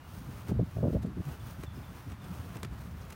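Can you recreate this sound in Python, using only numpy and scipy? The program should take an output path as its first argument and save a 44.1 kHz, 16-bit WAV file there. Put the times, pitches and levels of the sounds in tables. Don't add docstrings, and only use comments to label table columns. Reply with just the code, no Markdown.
import sys
import numpy as np
from scipy import signal
from scipy.fft import rfft, irfft
from scipy.io import wavfile
from scipy.ndimage import uniform_filter1d

SR = 44100
rng = np.random.default_rng(int(sys.argv[2]) if len(sys.argv) > 2 else 0)


def int16_out(signal):
    q = np.round(np.clip(np.atleast_2d(signal).T, -1, 1) * 32767)
    wavfile.write(sys.argv[1], SR, q.astype(np.int16))


N = 138915
TIME = np.arange(N) / SR
FREQS = np.maximum(np.arange(N + 1) * SR / (2 * N), 1)


def from_db(db):
    return 10 ** (np.asarray(db) / 20)


def rms_one(x):
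    return x / np.sqrt(np.mean(x ** 2) + 1e-20)


def coloured(x, colour, tilt_db=0):
    hz, db = np.transpose(colour)
    gain = from_db(np.interp(np.log(FREQS), np.log(hz), db) + tilt_db * np.log2(FREQS))
    below = np.minimum(FREQS / hz[0], 1) ** 2
    above = np.minimum(hz[-1] / FREQS, 1) ** 2
    return rms_one(irfft(rfft(x, 2 * N) * gain * below * above)[:N])


def noise():
    return rng.standard_normal(N)


def drift(rate):
    knots = rng.standard_normal(1000)
    return np.interp(TIME * rate, np.arange(len(knots)), knots)


def evened(x, span_s):
    power = uniform_filter1d(x ** 2, max(int(span_s * SR), 2))
    return x / np.sqrt(np.abs(power) + 1e-12)


def swell(s, rise_s, fall_s):
    width_s = np.where(TIME < s, rise_s, fall_s)
    return np.exp(-.5 * ((TIME - s) / width_s) ** 2)


def blow(s, attack_s, decay_s):
    return np.exp(-np.where(TIME < s, ((TIME - s) / attack_s) ** 2, (TIME - s) / decay_s))


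def crackle():
    snaps_per_s, spread_db, share = 5000, 6, 0.33
    sizes = from_db(spread_db * np.minimum(rng.exponential(1, N), 5))
    signs = rng.choice([-1, 1], N)
    snaps = rms_one(sizes * signs * (rng.random(N) < snaps_per_s / SR))
    return np.sqrt(share) * snaps + np.sqrt(1 - share) * noise()


# f/Hz, relative level/dB per Hz
PARK_SPECTRUM = [(60, 12), (200, -7), (450, -4.5), (800, -1.5), (1300, -2), (2000, -9.5), (3200, -14.5),
                 (4500, -18.5), (7500, -25), (9000, -25.5), (15500, -25)]
PARK_DB = -55.5


def park_hush():
    return from_db(PARK_DB) * coloured(noise(), PARK_SPECTRUM)


# t/s, level/dB before trim and flutter
BREEZE = [(0, -47.5), (.07, -50), (.13, -44), (.46, -44), (.53, -38.5), (.57, -32), (0.622, -36),
          (.685, -42.5), (.705, -55), (.745, -42), (.775, -37.5), (.9, -34), (.99, -35.5), (1.12, -45),
          (1.2, -35), (1.245, -56), (1.3, -41), (1.37, -51.5), (1.42, -41), (1.56, -47.5), (1.68, -45),
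          (1.92, -43.5), (2.04, -50.5), (2.12, -41.5), (2.21, -47), (2.38, -42), (2.56, -45), (2.66, -42),
          (2.86, -42), (3.15, -45.5)]
# f/Hz, relative level/dB per Hz
RUMBLE_SPECTRUM = [(22, -14), (35, -17.5), (55, 1.5), (80, 7), (125, 1.5), (185, -2.5), (260, -12),
                   (400, -27), (700, -36)]
WIND_TRIM_DB, WIND_FLUTTER_DB, WIND_FLUTTER_PER_S = -0.38, 2, 30.056


def wind():
    s, db = np.transpose(BREEZE)
    level_db = np.interp(TIME, s, db) + WIND_TRIM_DB + WIND_FLUTTER_DB * drift(WIND_FLUTTER_PER_S)
    rumble = evened(coloured(noise(), RUMBLE_SPECTRUM), span_s=0.058)
    return from_db(level_db) * rumble


# t/s, rise/s, fall/s, f/Hz at t, glide/Hz per s, level/dB before leaf flutter and echo
BIRD_NOTES = [(.04, 0.03, .03, 2850, 0, -64), (1.41, 0.008, .006, 3380, -9000, -63),
              (1.444, .006, .006, 3420, -6000, -65), (1.673, 0.0088, .01, 3450, -10000, -59),
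              (1.762, .008, .012, 5200, -14000, -67.5), (1.847, 0.011, 0.0063, 3550, -13000, -61),
              (1.89, 0.0054, 0.0064, 3400, -3000, -63), (2.222, .012, .008, 3480, -12000, -60.5),
              (2.247, .005, .007, 3450, -9000, -64), (3.021, 0.0046, 0.0045, 5000, -320000, -55)]
NOTE_WAVER_HZ = 44.8
LEAF_FLUTTER = 0.54
TREE_ECHO_DB, TREE_DECAY_S = -2, .06


def birds():
    notes, waver_hz = 0, NOTE_WAVER_HZ * drift(rate=100)
    for s, rise_s, fall_s, hz, glide, db in BIRD_NOTES:
        pitch_hz = hz + glide * (TIME - s) + waver_hz
        tone = np.sin(2 * np.pi * np.cumsum(pitch_hz) / SR)
        notes = notes + from_db(db) * swell(s, rise_s, fall_s) * tone
    notes = notes * rms_one(1 + LEAF_FLUTTER * drift(rate=160))
    trees = noise() * np.exp(-TIME / TREE_DECAY_S)
    trees = trees / np.sqrt(np.sum(trees ** 2))
    echoes = signal.fftconvolve(notes, trees)[:N]
    return notes + from_db(TREE_ECHO_DB) * echoes


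# peak t/s, rise/s, fall/s, blade hiss level/dB, rope scuff level/dB,
# both levels before the tufts
SWEEPS = [(.16, 0.079, 0.049, -59.5, -59), (.375, 0.1, 0.063, -59.5, -54),
          (.495, 0.019, 0.011, -57.5, -49.5), (.74, 0.066, 0.089, -63, -60),
          (.925, 0.029, 0.051, -63.5, -59), (1.31, 0.078, 0.036, -59, -52), (1.509, 0.093, 0.023, -59, -55),
          (1.62, 0.068, 0.033, -62, -56.5), (1.785, 0.045, 0.11, -62, -55.5),
          (1.98, 0.036, 0.05, -62, -56.5), (2.10, 0.026, 0.033, -63, -60), (2.26, 0.04, 0.057, -61.5, -53),
          (2.37, 0.033, 0.1, -59.5, -53), (2.565, 0.05, 0.018, -62, -52.5),
          (2.60, 0.0082, 0.017, -64, -63.5), (2.735, 0.02, 0.01, -72, -55.5),
          (2.81, 0.051, 0.086, -61.5, -55), (3.03, 0.055, 0.17, -65, -56.5)]
# f/Hz, relative level/dB per Hz
HISS_SPECTRUM = [(1500, -38), (3000, -1.5), (5000, -1.5), (6500, -1.5), (7500, -8), (8700, -1.5),
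                 (10000, -4), (11200, -3), (12500, -4), (15300, 1.6)]
# f/Hz, relative level/dB per Hz
SCUFF_SPECTRUM = [(250, 8), (600, 1.5), (1300, 0.5), (2000, -7), (2700, -7), (4200, -20), (8000, -21)]
TUFTS_PER_S, TUFT_DB = 70, 1


def swishes():
    hiss_level = sum(from_db(db) * swell(s, rise, fall) for s, rise, fall, db, _ in SWEEPS)
    scuff_level = sum(from_db(db) * swell(s, rise, fall) for s, rise, fall, _, db in SWEEPS)
    tufts = from_db(TUFT_DB * drift(TUFTS_PER_S))
    hiss = hiss_level * coloured(crackle(), HISS_SPECTRUM)
    scuff = scuff_level * coloured(crackle(), SCUFF_SPECTRUM)
    return tufts * (hiss + scuff)


# t/s, half length/s, flutter level/dB, upper edge f/Hz,
# throb f/Hz before its waver, throb level/dB
EDDIES = [(0.219, 0.0044, -43, 258, 110, -41.5), (0.29, 0.0071, -42.5, 397, 150, -37),
          (0.498, 0.0061, -34.5, 455, 105, -32.5), (0.52, 0.0037, -30, 705, 195.3, -23.5),
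          (0.549, 0.016, -44.5, 476, 125, -30), (0.597, 0.0028, -24, 583, 112, -21),
          (0.613, 0.0022, -29, 460, 160, -26), (0.63, 0.0053, -35, 338, 165, -27.5),
          (0.679, 0.011, -58, 250, 105, -40), (0.77, 0.0021, -36, 740, 135, -30),
          (0.788, 0.004, -37, 730, 135, -32), (0.814, 0.011, -44, 626, 140, -31.5),
          (.831, 0.0022, -29, 1000, 200, -42), (0.841, 0.0042, -26, 795, 120, -25.5),
          (0.856, 0.0045, -29, 676, 220, -29.5), (0.8724, 0.0027, -31, 760, 90, -33),
          (0.8824, 0.0021, -24, 700, 167, -33), (0.901, 0.0066, -35, 495, 185.6, -38.5),
          (0.934, 0.0035, -36, 680, 215, -35), (0.95, 0.0056, -30.5, 607, 207, -28.5),
          (0.96, 0.0049, -52, 403, 105, -25), (0.968, 0.0046, -33, 710, 125, -42),
          (1.05, 0.0027, -34.5, 584, 180, -31), (1.075, 0.01, -40, 340, 210.3, -41.5),
          (1.108, 0.016, -48.5, 300, 185, -40), (1.178, 0.0098, -39, 375, 184, -41),
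          (1.205, 0.007, -38.5, 375, 175.6, -36.5), (1.278, 0.011, -44.5, 330, 150, -32.5),
          (1.595, 0.0086, -44.5, 357, 130, -41), (1.682, 0.0023, -44, 183, 90, -37.5),
          (1.782, 0.0078, -44, 334, 130, -40.5), (2.075, 0.0088, -41, 234, 125, -39.5),
          (2.313, 0.011, -48, 285, 177.6, -37.5), (2.397, 0.0049, -45, 222, 105, -37.5)]
# f/Hz, relative level/dB per Hz
FLUTTER_SPECTRUM = [(130, -1.5), (200, 3.5), (265, 3.5), (340, -0.5), (430, -0.5), (520, -.5), (630, -1),
                    (760, -9.5), (1000, -11), (1400, -12)]
THROB_SPREAD_S, THROB_WAVER = 0.0038, 0.1789


def buffets():
    air, waver, out = coloured(noise(), FLUTTER_SPECTRUM), 1 + THROB_WAVER * drift(rate=90), 0
    for s, half_s, db, edge_hz, throb_hz, throb_db in EDDIES:
        puff = signal.sosfilt(signal.butter(6, edge_hz, fs=SR, output="sos"), air)
        flutter = evened(puff, span_s=0.00866)
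        out = out + from_db(db) * swell(s, half_s, half_s) * flutter
        cycles = throb_hz * np.cumsum(waver) / SR + rng.random()
        throb = rms_one(np.sin(2 * np.pi * cycles))
        width_s = np.hypot(half_s, THROB_SPREAD_S)
        out = out + from_db(throb_db) * swell(s, width_s, width_s) * throb
    return out


# t/s, crack level/dB, attack/s, decay/s, brightness/dB per octave, thud level/dB
LANDINGS = [(0.487, -52.5, 0.0047, 0.028, 1, -55), (1.032, -53.5, 0.011, 0.009, 1.5, -42),
            (1.062, -55, .004, 0.011, 0.5, -40), (1.637, -44.5, 0.0046, 0.0073, 0, -37.5),
            (2.102, -54, 0.0027, 0.0097, -1, -46), (2.121, -46.5, 0.0043, 0.012, -2, -49.5),
            (2.245, -52.5, 0.0037, 0.0075, 1.5, -41.5), (2.557, -47.5, 0.011, 0.0071, -3.5, -41),
            (2.571, -48.5, 0.0023, 0.0027, 1, -43), (2.6323, -38.5, 0.0021, 0.0037, 1.2, -37),
            (2.649, -37.5, 0.0017, 0.0034, -1, -36), (3.106, -50.5, 0.0046, 0.004, 3, -59),
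            (3.128, -48, .005, 0.004, 1.5, -45)]
# f/Hz, relative level/dB per Hz
CRUSH_SPECTRUM = [(300, 22.5), (700, 13.5), (1300, 17), (2600, 10.5), (4500, 4), (8000, 1.5), (15500, -6)]
# f/Hz, relative level/dB per Hz
THUD_SPECTRUM = [(50, 7), (110, 17), (250, 5.5), (450, 2), (900, -18.5)]
THUD_ATTACK_S, THUD_DECAY_S, THUD_LAG_S = 0.0045, 0.0049, 0.0048
SETTLE_DB, SETTLE_RISE_S, SETTLE_FALL_S = -24, 0.011, 0.025


def slaps():
    grass, out = crackle(), 0
    soil = evened(coloured(noise(), THUD_SPECTRUM), span_s=0.0071)
    for s, db, attack_s, decay_s, tilt_db, thud_db in LANDINGS:
        rustle = from_db(SETTLE_DB) * swell(s, SETTLE_RISE_S, SETTLE_FALL_S)
        crush = np.hypot(blow(s, attack_s, decay_s), rustle)
        out = out + from_db(db) * crush * coloured(grass, CRUSH_SPECTRUM, tilt_db)
        thud = blow(s + THUD_LAG_S, THUD_ATTACK_S, THUD_DECAY_S) * soil
        out = out + from_db(thud_db) * thud
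    return out


def scene():
    return (park_hush() + wind() + birds() + swishes() + buffets() + slaps())[None]


MIC_LOW_CUT_HZ, CUTOFF_HZ = 31.3, 15850


def record(dry):
    thin = signal.sosfilt(signal.butter(3, MIC_LOW_CUT_HZ, "high", fs=SR, output="sos"), dry)
    return signal.sosfilt(signal.ellip(12, .1, 80, CUTOFF_HZ, fs=SR, output="sos"), thin)


dry = scene()
out = record(dry)
int16_out(out)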